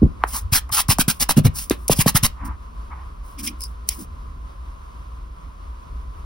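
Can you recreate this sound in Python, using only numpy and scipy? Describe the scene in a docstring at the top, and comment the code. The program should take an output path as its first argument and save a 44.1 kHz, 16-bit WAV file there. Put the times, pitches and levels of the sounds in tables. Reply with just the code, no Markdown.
"""At a desk in a quiet room, a hand flicks eraser crumbs off drawing paper on a clipboard, close by.
Each flick is an impact followed by friction: the sheet slaps the board, then its plucked fibres hiss.
A pen is picked up and ticks between the fingers, its brief contacts giving a bright spectrum.
The hand settles with a few light brushes, and the low rumble of the room remains."""
import sys
import numpy as np
from scipy import signal
from scipy.fft import rfft, irfft, next_fast_len
from scipy.io import wavfile
from scipy.ndimage import uniform_filter1d, map_coordinates

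SR = 44100
rng = np.random.default_rng(int(sys.argv[2]) if len(sys.argv) > 2 else 0)


def to_wav(s):
    """Save 16-bit WAV."""
    ch = np.atleast_2d(s).T  # columns
    pcm = np.round(np.clip(ch, -1, 1) * 32767)  # PCM
    wavfile.write(sys.argv[1], SR, pcm.astype(np.int16))


N = 275622
TIME = np.arange(N) / SR

# Event levels are relative within each layer.
# the hand lands and slides off: start_s, length_s, rise_s, hiss_db, thump_db, thump_hz
FLICKS = [(0.521, 0.065, 0.0062, -11.5, -11.5, 107), (0.717, 0.1, 0.0048, -14.5, -26, 100),
          (0.888, .044, 0.0055, -10, -6, 128), (0.99, 0.031, .006, -10.5, -8, 222),
          (1.079, 0.041, 0.0016, -14, -9, 186), (1.199, 0.036, 0.0062, -12, -30.5, 160),
          (1.289, .028, 0.0026, -10.5, -29, 243), (1.9, .033, 0.013, -8.5, -6.5, 187),
          (1.988, 0.037, 0.0021, -13, -5.5, 161), (2.062, 0.036, 0.009, -10.5, -3.5, 205.3),
          (2.147, .03, .007, -8.5, -7, 148), (2.229, 0.036, 0.0051, -9, -10, 123)]
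# the palm comes down flat on the board: start_s, peak_db, pitch_hz, scuff_db
PALMS = [(.018, -1.5, 234, -46), (1.3668, -3, 186.7, -16), (1.4443, -4.5, 135, -16.5)]
# heel, fingers and rebound of each palm: delay_s, level_db, pitch_ratio
PALM_CONTACTS = [(0, -2, 0.92), (0.0106, -0.5, 1.187), (.026, -7, .8), (.043, -16, 1.1)]
# light brushes of the skin: start_s, end_s, hiss_db
BRUSHES = [(0.281, 0.356, -31), (0.336, 0.387, -22), (1.138, 1.184, -42.5), (1.556, 1.635, -23.5),
           (1.775, 1.888, -50), (1.962, 1.998, -25), (2.449, 2.475, -37), (3.245, 3.34, -50),
           (3.388, 3.411, -29), (3.434, 3.482, -24), (3.596, 3.691, -46), (3.884, 3.961, -32.5),
           (3.99, 4.033, -35.5)]
# fingers and pen knock on sheet and desk: start_s, peak_db, pitch_hz
KNOCKS = [(.029, -4, 84), (0.2376, 1, 1222), (.888, -16, 1188), (.986, -9, 970), (1.293, -6.5, 1070),
          (1.7081, -5, 361), (1.8964, -3, 562), (2.0605, -8, 558)]
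# nails and pen tick: start_s, level_db, decay_s
TICKS = [(0.2363, -35, .001), (.692, -40, .002), (0.883, -20, .005), (.9847, -14.5, .002),
         (1.0814, -16, .003), (1.1987, -21, .003), (1.2054, -14.5, .0015), (1.373, -17.5, .003),
         (1.698, -9.5, .001), (1.8803, -10, .0019), (1.8852, -18.5, .0015), (2.2333, -12.5, .003),
         (3.473, -19.5, 0.0037), (3.606, -28.5, .003), (3.617, -28, .003), (3.637, -22, 0.0025),
         (3.8887, -6.5, .0024)]
# slow finger drags: start_s, end_s, level_db, surface
RUBS = [(0.193, 0.28, -41.5, "sheet"), (0.323, 0.399, -36, "sheet"), (0.399, 0.515, -27.5, "desk"),
        (0.688, 0.711, -36.5, "sheet"), (.77, .805, -26.5, "sheet"), (1.942, 2.008, -40.5, "grip"),
        (2.344, 2.579, -40, "sheet"), (2.357, 2.604, -32, "desk"), (2.402, 2.53, -38.5, "board"),
        (2.897, 2.954, -40, "sheet"), (2.879, 3.08, -48, "sheet"), (3.351, 3.568, -38.5, "board"),
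        (3.374, 3.427, -43.5, "barrel"), (3.462, 3.497, -29.5, "barrel"), (3.595, 3.678, -37.5, "grip"),
        (3.878, 3.95, -41.5, "barrel"), (3.968, 4.047, -37.5, "board")]
# resonances of each rubbed surface: centre_hz, width_hz, level_db
RESONANCES = {"sheet": [(1060, 590, -7), (1783, 1900, -23)], "board": [(198, 100, -5.5), (281, 131, -3)],
              "desk": [(62, 73, 0)], "barrel": [(2300, 670, -0.5), (3200, 1300, -3), (5400, 1450, 3.5)],
              "grip": [(5140, 870, 5.5), (9550, 3200, -5.5)]}
# noise spectra: frequency_hz, density_db
FIRM_SPECTRUM = [(400, -57), (1500, -20), (3000, -16.5), (4200, -6), (5200, 0.5), (6500, -3), (10000, -1),
                 (12500, -0.5), (15500, -2)]  # paper fibres under a firm stroke
LIGHT_SPECTRUM = [(800, -24), (3000, -32), (4200, -5.5), (5200, 6.5), (6600, 4.5), (9500, 11), (12500, 6),
                  (15500, 9.5)]  # and under a light one
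SHEET_SPECTRUM = [(200, -15), (550, -25.5), (800, 4.5), (1050, 4), (1700, 0), (2700, 1), (4200, -1),
                  (7000, -49), (14000, -59.5)]
BOARD_SPECTRUM = [(25, 8.5), (70, -18), (150, -6), (240, 0.5), (350, -20.5), (600, -15.5), (1200, -36),
                  (4000, -84.5)]
TICK_SPECTRUM = [(400, -25.5), (1600, -30.5), (2300, -4), (3500, -11.5), (5000, 6), (7000, 4.5), (10500, 8),
                 (13500, -0.5), (16000, 5)]
ROOM_SPECTRUM = [(20, -16), (38, -1), (58, 5), (95, -18), (160, -21.5), (400, -31.5), (850, -37),
                 (1020, -21), (1180, -26), (1450, -34.5), (1750, -42), (5000, -47), (11500, -53),
                 (14000, -58)]
# stereo width of the drags: frequency_hz, side_db
RUB_WIDTH = [(100, -20.5), (300, -11.5), (1000, -4)]
# reverberation time: frequency_hz, t60_s
ROOM_DECAY = [(150, 0.35), (1500, 0.16), (10000, .16)]
# phase lag of the right channel behind the left: frequency_hz, lag_cycles
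RIGHT_LAG = [(4900, 0), (7250, .5), (10400, 1), (13500, 1.5), (16600, 2)]


def sweeps(bite=0.036):
    """Sliding friction: skin plucks paper fibres, shakes the sheet and makes the board rumble."""
    envelopes = np.zeros((3, N))
    for start, end, rise, fall, *levels_db in strokes():
        near = slice(round((start - .1) * SR), round((end + .2) * SR))
        landing = (TIME[near] - start) / rise
        leaving = (end - TIME[near]) / fall
        contact = (.5 + .5 * np.tanh(landing + bite * landing ** 3)) * (.5 + .5 * np.tanh(leaving))
        envelopes[:, near] += amp(levels_db)[:, None] * contact
    hiss, rustle, rumble = envelopes
    grip = amp(1.8 * wobble(170) + .8 * wobble(700))  # the skin catches and lets go
    firmness = hiss ** 2 / (hiss ** 2 + amp(-24.5) ** 2)  # firm strokes are broad, light ones thin
    firm = noise(FIRM_SPECTRUM, [(3000, -1), (6000, -29.5)], grain_db=5.5)
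    firm = shifting_resonances(firm, depth_db=1.5)
    light = noise(LIGHT_SPECTRUM, [(3000, 16), (6000, -19.5)], grain_db=.5)
    fibres = hiss * (np.sqrt(firmness) * firm + np.sqrt(1 - firmness) * light)
    sheet = noise(SHEET_SPECTRUM, [(300, -18.5), (650, 10), (1100, -26), (3000, -4.5)], grain_db=5)
    sheet = rustle * shifting_resonances(sheet, depth_db=4) * amp([[-.9], [.9]])
    board = rumble * noise(BOARD_SPECTRUM, [(150, -23.5), (500, -1)])
    return grip * (amp(-2.2) * fibres + sheet) + amp(8.5) * board


def strokes(fall_s=.0068, skitter_s=.016, scuff_s=.027, edge_s=.0097):
    """Frictional excitations: start_s, end_s, rise_s, fall_s, hiss_db, rustle_db, rumble_db."""
    rows = []
    for start, length, rise, db, _, _ in FLICKS:
        end = start + length
        levels = db + np.array([0, -12, -9.5 - 330 * length])  # longer flicks rumble less
        rows.append((start + rise, end, rise, fall_s, *levels))
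        rows.append((end, end + skitter_s, fall_s, skitter_s, *(levels - 23)))  # crumbs skitter on
    for start, _, _, db in PALMS:  # the palm slips as it lands
        rows.append((start + edge_s, start + scuff_s, edge_s, edge_s, db, db - 7, db - 3))
    for start, end, db in BRUSHES:
        length = end - start
        rows.append((start, end, .16 * length, .45 * length, db, db - 19.5, db - 27.5))
    return rows


def slaps(shake_db=-17):
    """Dispersion: high bending waves in the sheet arrive first, so each blow is a falling chirp."""
    chirps, shake = np.zeros((2, N))
    t = np.arange(SR // 5) / SR
    for start, db, hz, rise_cycles in blows():
        rise_s = rise_cycles / hz
        age = t / rise_s
        pitch = hz * (.5 + .5 * (2 / (1 + age)) ** 2) / (1 + .5 * np.exp(-3 * age))
        envelope = amp(db) * (age * np.exp(1 - age)) ** 2
        add_at(chirps, start, -envelope * np.sin(2 * np.pi * np.cumsum(pitch) / SR))
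        add_at(shake, start, envelope * min(1, rise_s / .015))  # slow, heavy blows stir the board
    board = amp(shake_db) * shake * noise(BOARD_SPECTRUM, [(150, -14), (500, 3)])
    return chirps * amp([[-.3], [.3]]) + board


def blows(thump_cycles=.82, palm_cycles=1.184, knock_cycles=1.014):
    """Impulsive excitations of sheet and board: start_s, peak_db, pitch_hz, rise_cycles."""
    thumps = [(start, db, hz, thump_cycles) for start, _, _, _, db, hz in FLICKS]
    palms = [(start + delay, db + level, hz * ratio, palm_cycles)
             for start, db, hz, _ in PALMS for delay, level, ratio in PALM_CONTACTS]
    knocks = [(start, db, hz, knock_cycles) for start, db, hz in KNOCKS]
    # the board gives under each knock: later, softer and lower
    gives = [(start + 1.42 / hz, db - 18.5, hz * .42, thump_cycles) for start, db, hz in KNOCKS]
    return thumps + palms + knocks + gives


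def ticks(attack_share=.4):
    """Hard impact: the brief contact of a nail or pen gives a bright crack lasting milliseconds."""
    envelope = np.zeros(N)
    t = np.arange(SR // 10) / SR
    for start, db, decay in TICKS:
        attack = 1 - np.exp(-t / (attack_share * decay))
        add_at(envelope, start, amp(db) * attack * np.exp(-t / decay))
    return amp(6.5) * envelope * noise(TICK_SPECTRUM, [(2000, 1), (6000, -25)], grain_db=2)


def knock_rustle(decay_s=.014, gain_db=-16, sheet_hz=370, width_octaves=.36):
    """Sympathetic vibration: the sheet shivers most after a knock near its own pitch."""
    envelope = np.zeros(N)
    t = np.arange(SR // 5) / SR
    for start, db, hz in KNOCKS:
        coupling = 1 / (1 + (np.log2(hz / sheet_hz) / width_octaves) ** 2) ** 1.1
        add_at(envelope, start, amp(db + gain_db) * coupling * np.exp(-t / decay_s))
    crinkle = noise(SHEET_SPECTRUM, [(300, -12), (3000, -8)], grain_db=3)
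    scratch = noise(FIRM_SPECTRUM, [(3000, -11.5), (6000, -21)], grain_db=8.5)
    return envelope * (crinkle + amp(-1) * scratch)


def rubs():
    """Resonance: each surface filters the friction noise of a dragging finger into its own bands."""
    out = np.zeros((2, N))
    hz = np.fft.rfftfreq(SR // 2, 1 / SR)
    spread = amp([0 * hz, along(RUB_WIDTH, hz)])
    for start, end, db, surface in RUBS:
        count = round((end - start) * SR)
        body = sum(amp(level) / (1 + ((hz - centre) / (.5 * width)) ** 2) ** 2
                   for centre, width, level in RESONANCES[surface])
        friction = rfft(rng.standard_normal((2, SR // 2)))
        mid, side = irfft(friction * body * spread)[:, :count]
        swell = unit(np.hanning(count) ** .75)
        add_at(out, start, amp(db) * swell * stereo(mid, side))
    return out


def reverberation(x):
    """Diffuse reflection: the walls return a short decaying tail, different in each channel."""
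    hz, t, spectra = signal.stft(rng.standard_normal((2, SR // 3)), SR, nperseg=256)
    decay = amp(-60 * t / along(ROOM_DECAY, hz)[:, None])
    tail = signal.istft(spectra * decay, SR, nperseg=256)[1]
    wet = signal.fftconvolve(x.mean(0)[None], tail / np.linalg.norm(tail[0]), axes=1)[:, :N]
    return filtered(wet, lambda hz: amp(along([(100, -19), (1000, -15.5), (3000, -8.5), (9000, -29)], hz)))


def room_tone():
    """Ambient noise: a low rumble and a soft band of air near 1 kHz waver independently."""
    air = noise(ROOM_SPECTRUM, [(60, -20.5), (250, -5), (600, 6.5), (1100, 2), (3000, 1.5), (9000, -23.5)])
    rumble = filtered(air, lambda hz: 1 / (1 + (hz / 400) ** 4))
    return amp(-34 + wobble(9)) * rumble + amp(-35.5 + 1.1 * wobble(14)) * (air - rumble)


def shifting_resonances(x, depth_db):
    """Spectral modulation: resonances come and go as the hand covers new parts of the sheet."""
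    spectra = signal.stft(x, nperseg=512)[2]
    field = uniform_filter1d(rng.standard_normal(spectra.shape[1:]), size=3, axis=0)
    field = uniform_filter1d(field, size=8, axis=1)
    return unit(signal.istft(spectra * amp(depth_db * unit(field)), nperseg=512)[1][:, :N])


def noise(spectrum, width, grain_db=0):
    """Tiny random impacts sum to noise; grain_db scatters their sizes. Width: frequency_hz, side_db."""
    impacts = rng.standard_normal((2, N)) * amp(grain_db * rng.standard_normal(N))
    mid, side = filtered(impacts, lambda hz: amp(along(spectrum, hz)) * amp([0 * hz, along(width, hz)]))
    return stereo(mid, side)


def stereo(mid, side):
    """Sum and difference give left and right, at rms 1."""
    return unit(np.array([mid + side, mid - side]))


def filtered(x, response):
    """Linear filtering: the spectrum of x times a frequency response."""
    size = next_fast_len(N + 8192)
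    return irfft(rfft(x, size) * response(np.fft.rfftfreq(size, 1 / SR)), size)[..., :N]


def wobble(rate_hz):
    """Smooth random modulation, with rate_hz knots a second."""
    return map_coordinates(rng.standard_normal(int(N * rate_hz / SR) + 4), [TIME * rate_hz])


def along(points, hz):
    """Interpolation on a logarithmic frequency axis."""
    frequencies, values = np.transpose(points)
    return np.interp(np.log(hz + 1), np.log(frequencies + 1), values)


def add_at(track, start_s, sound):
    """Superposition of a sound on a track from start_s."""
    track[..., round(start_s * SR):][..., :sound.shape[-1]] += sound


def amp(db):
    """Decibels to amplitude ratio."""
    return 10 ** (np.asarray(db) / 20)


def unit(x):
    """Normalisation to rms 1."""
    return x / np.sqrt(np.mean(x ** 2) + 1e-20)


def scene():
    """Superposition: direct sound from the desk, its reflections and the ambient noise."""
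    direct = sweeps() + rubs() + slaps() + knock_rustle() + ticks()
    return direct + reverberation(direct) + room_tone()


def record(dry, ceiling=.9, cutoff_hz=15900):
    """Saturation rounds the peaks, a low-pass limits the band and the right channel's treble lags."""
    def response(hz):
        half_lag = np.pi * np.interp(hz, *np.transpose(RIGHT_LAG))
        low_pass = 1 / np.sqrt(1 + (hz / cutoff_hz) ** 240)
        return low_pass * np.exp(1j * np.array([half_lag, -half_lag]))
    rounded = dry / (1 + np.abs(dry / ceiling) ** 8) ** (1 / 8)
    return filtered(rounded, response)


dry = scene()
out = record(dry)
to_wav(out)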